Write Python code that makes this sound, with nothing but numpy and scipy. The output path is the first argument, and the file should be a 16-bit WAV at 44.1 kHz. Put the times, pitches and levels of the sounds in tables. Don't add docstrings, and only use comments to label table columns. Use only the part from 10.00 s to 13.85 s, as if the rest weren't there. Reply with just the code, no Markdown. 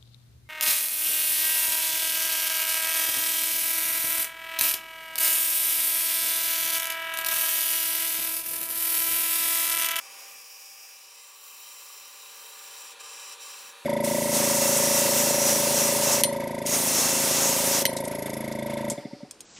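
import sys
import numpy as np
from scipy import signal
from scipy.fft import rfft, irfft
from scipy.io import wavfile
from scipy.ndimage import uniform_filter1d

SR = 44100
rng = np.random.default_rng(int(sys.argv[2]) if len(sys.argv) > 2 else 0)


def pcm_store(signal):
    levels = np.round(np.clip(np.atleast_2d(signal), -1, 1) * 32767)
    wavfile.write(sys.argv[1], SR, levels.astype(np.int16).T)


def how_loud(loudness_db):
    steps = np.asarray(loudness_db, float) / 20
    return 10 ** steps


N = 169785

# t/s, base level of the cut/dB
FEED_LEVEL = [(0.0, -51), (0.1, -53), (0.25, -51), (0.45, -54), (0.54, -53), (1.1, -55.5), (1.2, -53.5),
              (1.39, -56), (1.45, -53), (1.73, -52), (2.57, -52), (2.76, -51), (2.92, -51), (3.012, -47),
              (3.03, -56), (3.038, -50.5), (3.325, -48), (3.41, -48.5), (3.5, -48.5), (3.63, -51.5),
              (3.7, -52.5)]
# start t/s, end t/s, level change/dB
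FEED_PAUSES = [(2.94, 2.995, -19), (3.35, 3.396, -13), (3.718, 3.9, -17)]
# f/Hz, spectral density/dB
CUT_CLOSE_COLOUR = [(1060, -28), (1800, -6.5), (1990, -22), (2280, -4), (2470, -23.5), (2540, -1),
                    (2910, -6.5), (3130, -11), (3400, -8), (4120, -12), (4500, -7), (4720, -3), (5200, -3),
                    (5520, -2), (6140, -4.5), (6790, 2), (7430, -5.5), (8060, -3), (8830, -6), (10200, -3),
                    (13300, -7), (14800, -2.5), (15800, -6)]
# f/Hz, spectral density/dB
CUT_FAR_COLOUR = [(1290, -36.5), (2200, -2), (2260, -28), (2390, -6), (2680, 5), (2840, -11.5), (3140, 7.5),
                  (3410, -29), (3700, -2.5), (3920, 6), (4740, -6), (5020, -0.5), (5360, -1.5), (5540, 3.5),
                  (5780, 1.5), (6590, -4), (7100, 3.5), (7340, 6.5), (7560, 2), (7820, -1.5), (8300, -2),
                  (10600, -1), (11500, -8), (12800, -3), (13100, -10), (13500, -12), (14100, -6),
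                  (15000, -1), (15400, -6.5), (15800, -5.5)]
# t/s, level in the cut/dB, level in the port difference/dB
PHONE_TREBLE = [(0, -5, -3), (.2, 0.5, -0.5), (.9, 2, 2.5), (1.1, 1, 1), (1.3, 6.5, -1), (1.45, 9.5, -1),
                (2.25, 7, 0), (2.5, 7.5, 2), (2.8, 5.5, 6), (3.05, -0.5, 3.5), (3.5, 1.5, 4), (3.85, 8, 6)]
RINGING_ORDERS = [20, 21, 22, 23, 24, 25, 26, 27, 28, 34, 42, 43, 44, 45, 46, 47, 49, 50, 51, 52, 53, 54,
                  63, 65]
# close level/dB, far level/dB
RINGING_LEVELS = [(-18, -28), (-11.5, -18), (-12, -20.5), (-9, -14), (-26, -20), (-20, -19), (-17.5, -15),
                  (-31, -23), (-24, -33), (-26.5, -15), (-17, -24), (-14.5, -20), (-18, -19.5), (-22, -24),
                  (-18, -25), (-16, -20.5), (-14, -24), (-12.5, -10.5), (-17, -13), (-28.5, -40),
                  (-26, -18), (-18, -21.5), (-20, -19.5), (-19, -23)]
# harmonic (no unit), close level/dB, far level/dB
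ROUGH_HARMONICS = [(1, -19, -19), (2, 1, -6), (3, -9, -6)]
# t/s, level/dB
ROUGH_LEVEL = [(0, -7.5), (.4, -3), (.6, 2.5), (.85, 0), (1.1, 0.5), (1.5, -2.5), (1.9, 2), (2.2, -3.5),
               (2.5, 0), (3.2, 2.5), (3.6, -1), (3.85, -5)]
# f/Hz, width/Hz, level relative to the cut/dB
SHEET_RINGS = [(1054, 34, -16), (1150.2, 39.5, -10), (2052, 36, -16), (2640, 40, -21.5), (3150, 48, -25.5),
               (5758, 44, -15), (7160, 120, -14), (7520, 380, -17)]
# t/s, base level of the drive/dB
DRIVE_LEVEL = [(0.0, -60.5), (0.06, -57.5), (0.23, -57), (0.43, -64), (0.9, -63.5), (2.11, -58),
               (2.31, -56.5), (2.97, -54), (3.51, -54), (3.85, -54)]
# f/Hz, spectral density/dB
DRIVE_CLOSE_COLOUR = [(150, -58), (250, -21.5), (410, -9), (553, -8), (633, -7.5), (781, 2), (855, -6),
                      (1150, 5.5), (1320, -4.5), (1920, -0.5), (2550, 0), (3550, -6.5), (4380, -8.5),
                      (4790, -22), (5490, -19), (6190, -19), (9000, -9), (11700, -6), (19800, -120)]
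# f/Hz, spectral density/dB
DRIVE_FAR_COLOUR = [(150, -59), (250, -30.5), (443, -5), (660, -14), (967, -2.5), (1440, -3.5), (1550, -4),
                    (1690, -1), (2110, -9), (2600, 0.5), (2890, -7), (3040, -6.5), (3880, -1), (4690, -6.5),
                    (4940, -15.5), (6410, -9), (6990, -14.5), (8610, -9.5), (9230, -13.5), (11200, -8),
                    (12000, -21), (14500, -20), (15800, -25)]
WHINE_ORDERS = [1, 2, 3, 4, 5, 6, 7, 8, 10, 11, 13, 14, 16]
# close level/dB, far level/dB
WHINE_LEVELS = [(-30, -30), (-13.5, -15), (-13, -24), (-10, -11), (-11, -11), (-17, -16), (-16, -18),
                (-29, -18), (-9, -11.5), (-10, -12), (-11, -11), (-18, -28), (-22, -12.5)]
SHAFT_TONES_HZ = [263, 360, 369, 431.2, 503.1, 551.7, 575, 790.7, 933.9, 1005.3, 1028]
# close level/dB, far level/dB
SHAFT_LEVELS = [(-39, -35.5), (-26, -26.5), (-24.5, -24.5), (-19, -19), (-17.5, -26.5), (-12.5, -16),
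                (-13, -15.5), (-4.5, -11.5), (-16.5, -14), (-13, -20), (-16, -9.5)]
# f/Hz, gain/dB
PORTS_CLOSE = [(60, 6.5), (200, 2), (380, -7.5), (700, -15), (820, -24), (1000, -24), (1290, -41),
               (3300, -29), (3800, -5.5), (5000, -7), (5600, -31), (7000, -25), (8100, -8), (9200, -25),
               (10500, -9.5), (12000, -3), (14600, -1), (15500, -10)]
# f/Hz, gain/dB
PORTS_DISTANT = [(60, 9), (200, 1.5), (380, -17), (700, -12), (820, -25), (1050, -24.5), (1290, -38.5),
                 (3300, -25.5), (4000, -20), (5600, -30.5), (7800, -27.5), (8800, -11), (10000, -17),
                 (12000, -1), (13200, -8.5), (14600, 3.5), (15300, -3), (15800, -1)]
# t/s, base level/dB
RUMBLE_LEVEL = [(0.0, -77), (0.26, -90), (0.31, -80.5), (0.93, -88.5), (1.37, -92), (1.4, -85),
                (3.56, -83.5), (3.69, -76), (3.76, -90), (3.85, -81.5)]
# f/Hz, spectral density/dB
RUMBLE_SPECTRUM = [(12, -37.5), (20, -5), (177, -6), (243, -2.5), (287, -3), (330, -23), (430, -43),
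                   (730, -120)]


def curve(rows, col=1):
    return np.interp(np.arange(N) / SR, [r[0] for r in rows], [r[col] for r in rows])


def colour(x, points):
    point_hz, point_db = np.array(points, float).T
    hz = np.maximum(np.fft.rfftfreq(N, 1 / SR), 1)
    gain_db = np.interp(np.log(hz), np.log(point_hz), point_db)
    return irfft(rfft(x) * how_loud(gain_db), N)


def unit(x):
    return x / np.sqrt(np.mean(x ** 2))


def walk(rate):
    hold = int(SR / rate)
    steps = np.repeat(rng.standard_normal(N // hold + 1), hold)
    smooth = uniform_filter1d(uniform_filter1d(steps, hold), hold)
    return unit(smooth[:N])


def turning(hz, wander, jitter=0):
    rate = hz * (1 + wander * walk(6) + jitter * walk(150))
    return 2 * np.pi * np.cumsum(rate) / SR


def tone(phase, waver_db, rate):
    start = 2 * np.pi * rng.random()
    return np.sqrt(2) * np.cos(phase + start) * how_loud(waver_db * walk(rate))


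def views(x, close_colour, far_colour, levels_db, away):
    close = how_loud(levels_db[0]) * unit(colour(x, close_colour))
    far = how_loud(levels_db[1]) * unit(colour(x, far_colour))
    return (1 - away) * close + away * far


def flickering(flicker_db):
    octave = np.log2(np.maximum(np.fft.rfftfreq(N, 1 / SR), 1))
    spectrum = rfft(rng.standard_normal(N))
    noise = 0
    for centre in np.arange(8, 15, .5):
        share = np.clip(1 - 2 * abs(np.maximum(octave, 8) - centre), 0, 1)
        noise = noise + irfft(spectrum * share, N) * how_loud(flicker_db * walk(14))
    return noise


def shelf(x, db, hz):
    top = signal.sosfiltfilt(signal.butter(4, hz, "high", fs=SR, output="sos"), x)
    return x + (how_loud(db) - 1) * top


def cut(away, gear):
    tooth_hz = 112.5
    phase = turning(tooth_hz, wander=.0005, jitter=.002)
    pulse = 1 + .04 * np.cos(phase) + .04 * np.cos(gear)
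    chips = how_loud(.8 * walk(2 * tooth_hz)) * pulse
    bites = np.array([views(chips * flickering(.6), CUT_CLOSE_COLOUR, CUT_FAR_COLOUR, (4, 2), away)
                      for _ in range(2)])
    bites[0] = shelf(bites[0], curve(PHONE_TREBLE), 11300)
    bites[0] += away * rings(chips)
    bites[0] += squeal_lines(phase, away) + rough_squeal(phase, away)
    return how_loud(curve(FEED_LEVEL) + feed_stops()) * bites


CHATTER_ORDER, CHATTER_SWING_RAD = 24, 2.4


def squeal_lines(phase, away):
    lines = 0
    turn = np.linspace(0, 2 * np.pi, 256, endpoint=False)
    for order, (close_db, far_db) in zip(RINGING_ORDERS, RINGING_LEVELS):
        harmonic = round(order / CHATTER_ORDER)
        offset = order - harmonic * CHATTER_ORDER
        sign = np.sign(np.mean(np.cos(harmonic * CHATTER_SWING_RAD * np.sin(turn) - offset * turn)))
        level_db = close_db + (far_db - close_db) * away + 1.7 * walk(20)
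        lines = lines + how_loud(level_db) * sign * np.sqrt(2) * np.cos(order * phase)
    return lines


def rough_squeal(phase, away):
    rough = 0
    slip = .75 * walk(180)
    swing = CHATTER_ORDER * phase + CHATTER_SWING_RAD * np.sin(phase) + slip
    for harmonic, close_db, far_db in ROUGH_HARMONICS:
        vibration = how_loud(1.94 * walk(110)) * np.cos(harmonic * swing)
        heard = views(vibration, CUT_CLOSE_COLOUR, CUT_FAR_COLOUR, (close_db, far_db), away)
        rough = rough + how_loud(curve(ROUGH_LEVEL) + 1.3 * walk(8.833)) * heard
    return rough


def rings(chips):
    impacts = chips * rng.standard_normal(N)
    ringing = 0
    for hz, width_hz, db in SHEET_RINGS:
        resonance = signal.lfilter(*signal.iirpeak(hz, hz / width_hz, SR), impacts)
        ringing = ringing + how_loud(db + 1.5 * walk(7)) * unit(resonance)
    return ringing


def feed_stops():
    ring_out_s, bite_again_s = .035, .025
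    t, change_db = np.arange(N) / SR, 0
    for start, end, depth_db in FEED_PAUSES:
        edges = np.minimum((t - start) / ring_out_s, (end - t) / bite_again_s)
        change_db = change_db + depth_db * np.clip(edges + .5, 0, 1)
    return change_db


def drive(away, gear):
    t = np.arange(N) / SR
    pulse = 1 + .15 * np.cos(gear)
    machine = np.array([views(pulse * flickering(.88), DRIVE_CLOSE_COLOUR, DRIVE_FAR_COLOUR, (6, 3.5), away)
                        for _ in range(2)])
    for order, (close_db, far_db) in zip(WHINE_ORDERS, WHINE_LEVELS):
        level = how_loud(close_db + (far_db - close_db) * away)
        machine[0] += level * tone(order * gear, waver_db=2.65, rate=15)
    for hz, (close_db, far_db) in zip(SHAFT_TONES_HZ, SHAFT_LEVELS):
        level = how_loud(close_db + (far_db - close_db) * away)
        machine[0] += level * tone(2 * np.pi * hz * t, waver_db=.39, rate=4.98)
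    return how_loud(curve(DRIVE_LEVEL)) * machine


def port_difference(other, away):
    heard = (1 - away) * colour(other, PORTS_CLOSE) + away * colour(other, PORTS_DISTANT)
    return shelf(heard, curve(PHONE_TREBLE, col=2), 9600)


def port_notch(saw, away):
    notch_hz, width_hz, depth = 14630, 560, .6
    band = signal.lfilter(*signal.iirpeak(notch_hz, notch_hz / width_hz, SR), saw)
    return saw - depth * away * band


def workshop_echoes(x, t60_s):
    t = np.arange(SR // 2) / SR
    tail = rng.standard_normal(len(t)) * np.exp(-np.log(1000) * t / t60_s)
    return signal.fftconvolve(x, tail / np.sqrt(np.sum(tail ** 2)))[:N]


def rumble():
    mid, side = (unit(colour(rng.standard_normal(N), RUMBLE_SPECTRUM)) * how_loud(1.8 * walk(10))
                 for _ in range(2))
    return how_loud(curve(RUMBLE_LEVEL)) * np.array([mid, how_loud(-4.5) * side - .25 * mid])


def scene():
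    away = curve([(.83, 0), (1.26, 1)])
    gear = turning(238.87, wander=.0003)
    saw, other = cut(away, gear) + drive(away, gear)
    other = port_difference(other + .066 * saw, away)
    saw = port_notch(saw, away)
    shop = saw + how_loud(-15) * workshop_echoes(saw, t60_s=.3)
    mid, side = rumble() + [shop, other]
    return np.array([mid + side, mid - side])


def top_cut(x):
    return signal.sosfilt(signal.butter(12, 15800, fs=SR, output="sos"), x)


def record(dry):
    low_pass = signal.ellip(10, .2, 70, 15760, fs=SR, output="sos")
    finished = signal.sosfilt(low_pass, dry)
    return top_cut(finished)


dry = scene()
out = record(dry)
pcm_store(out)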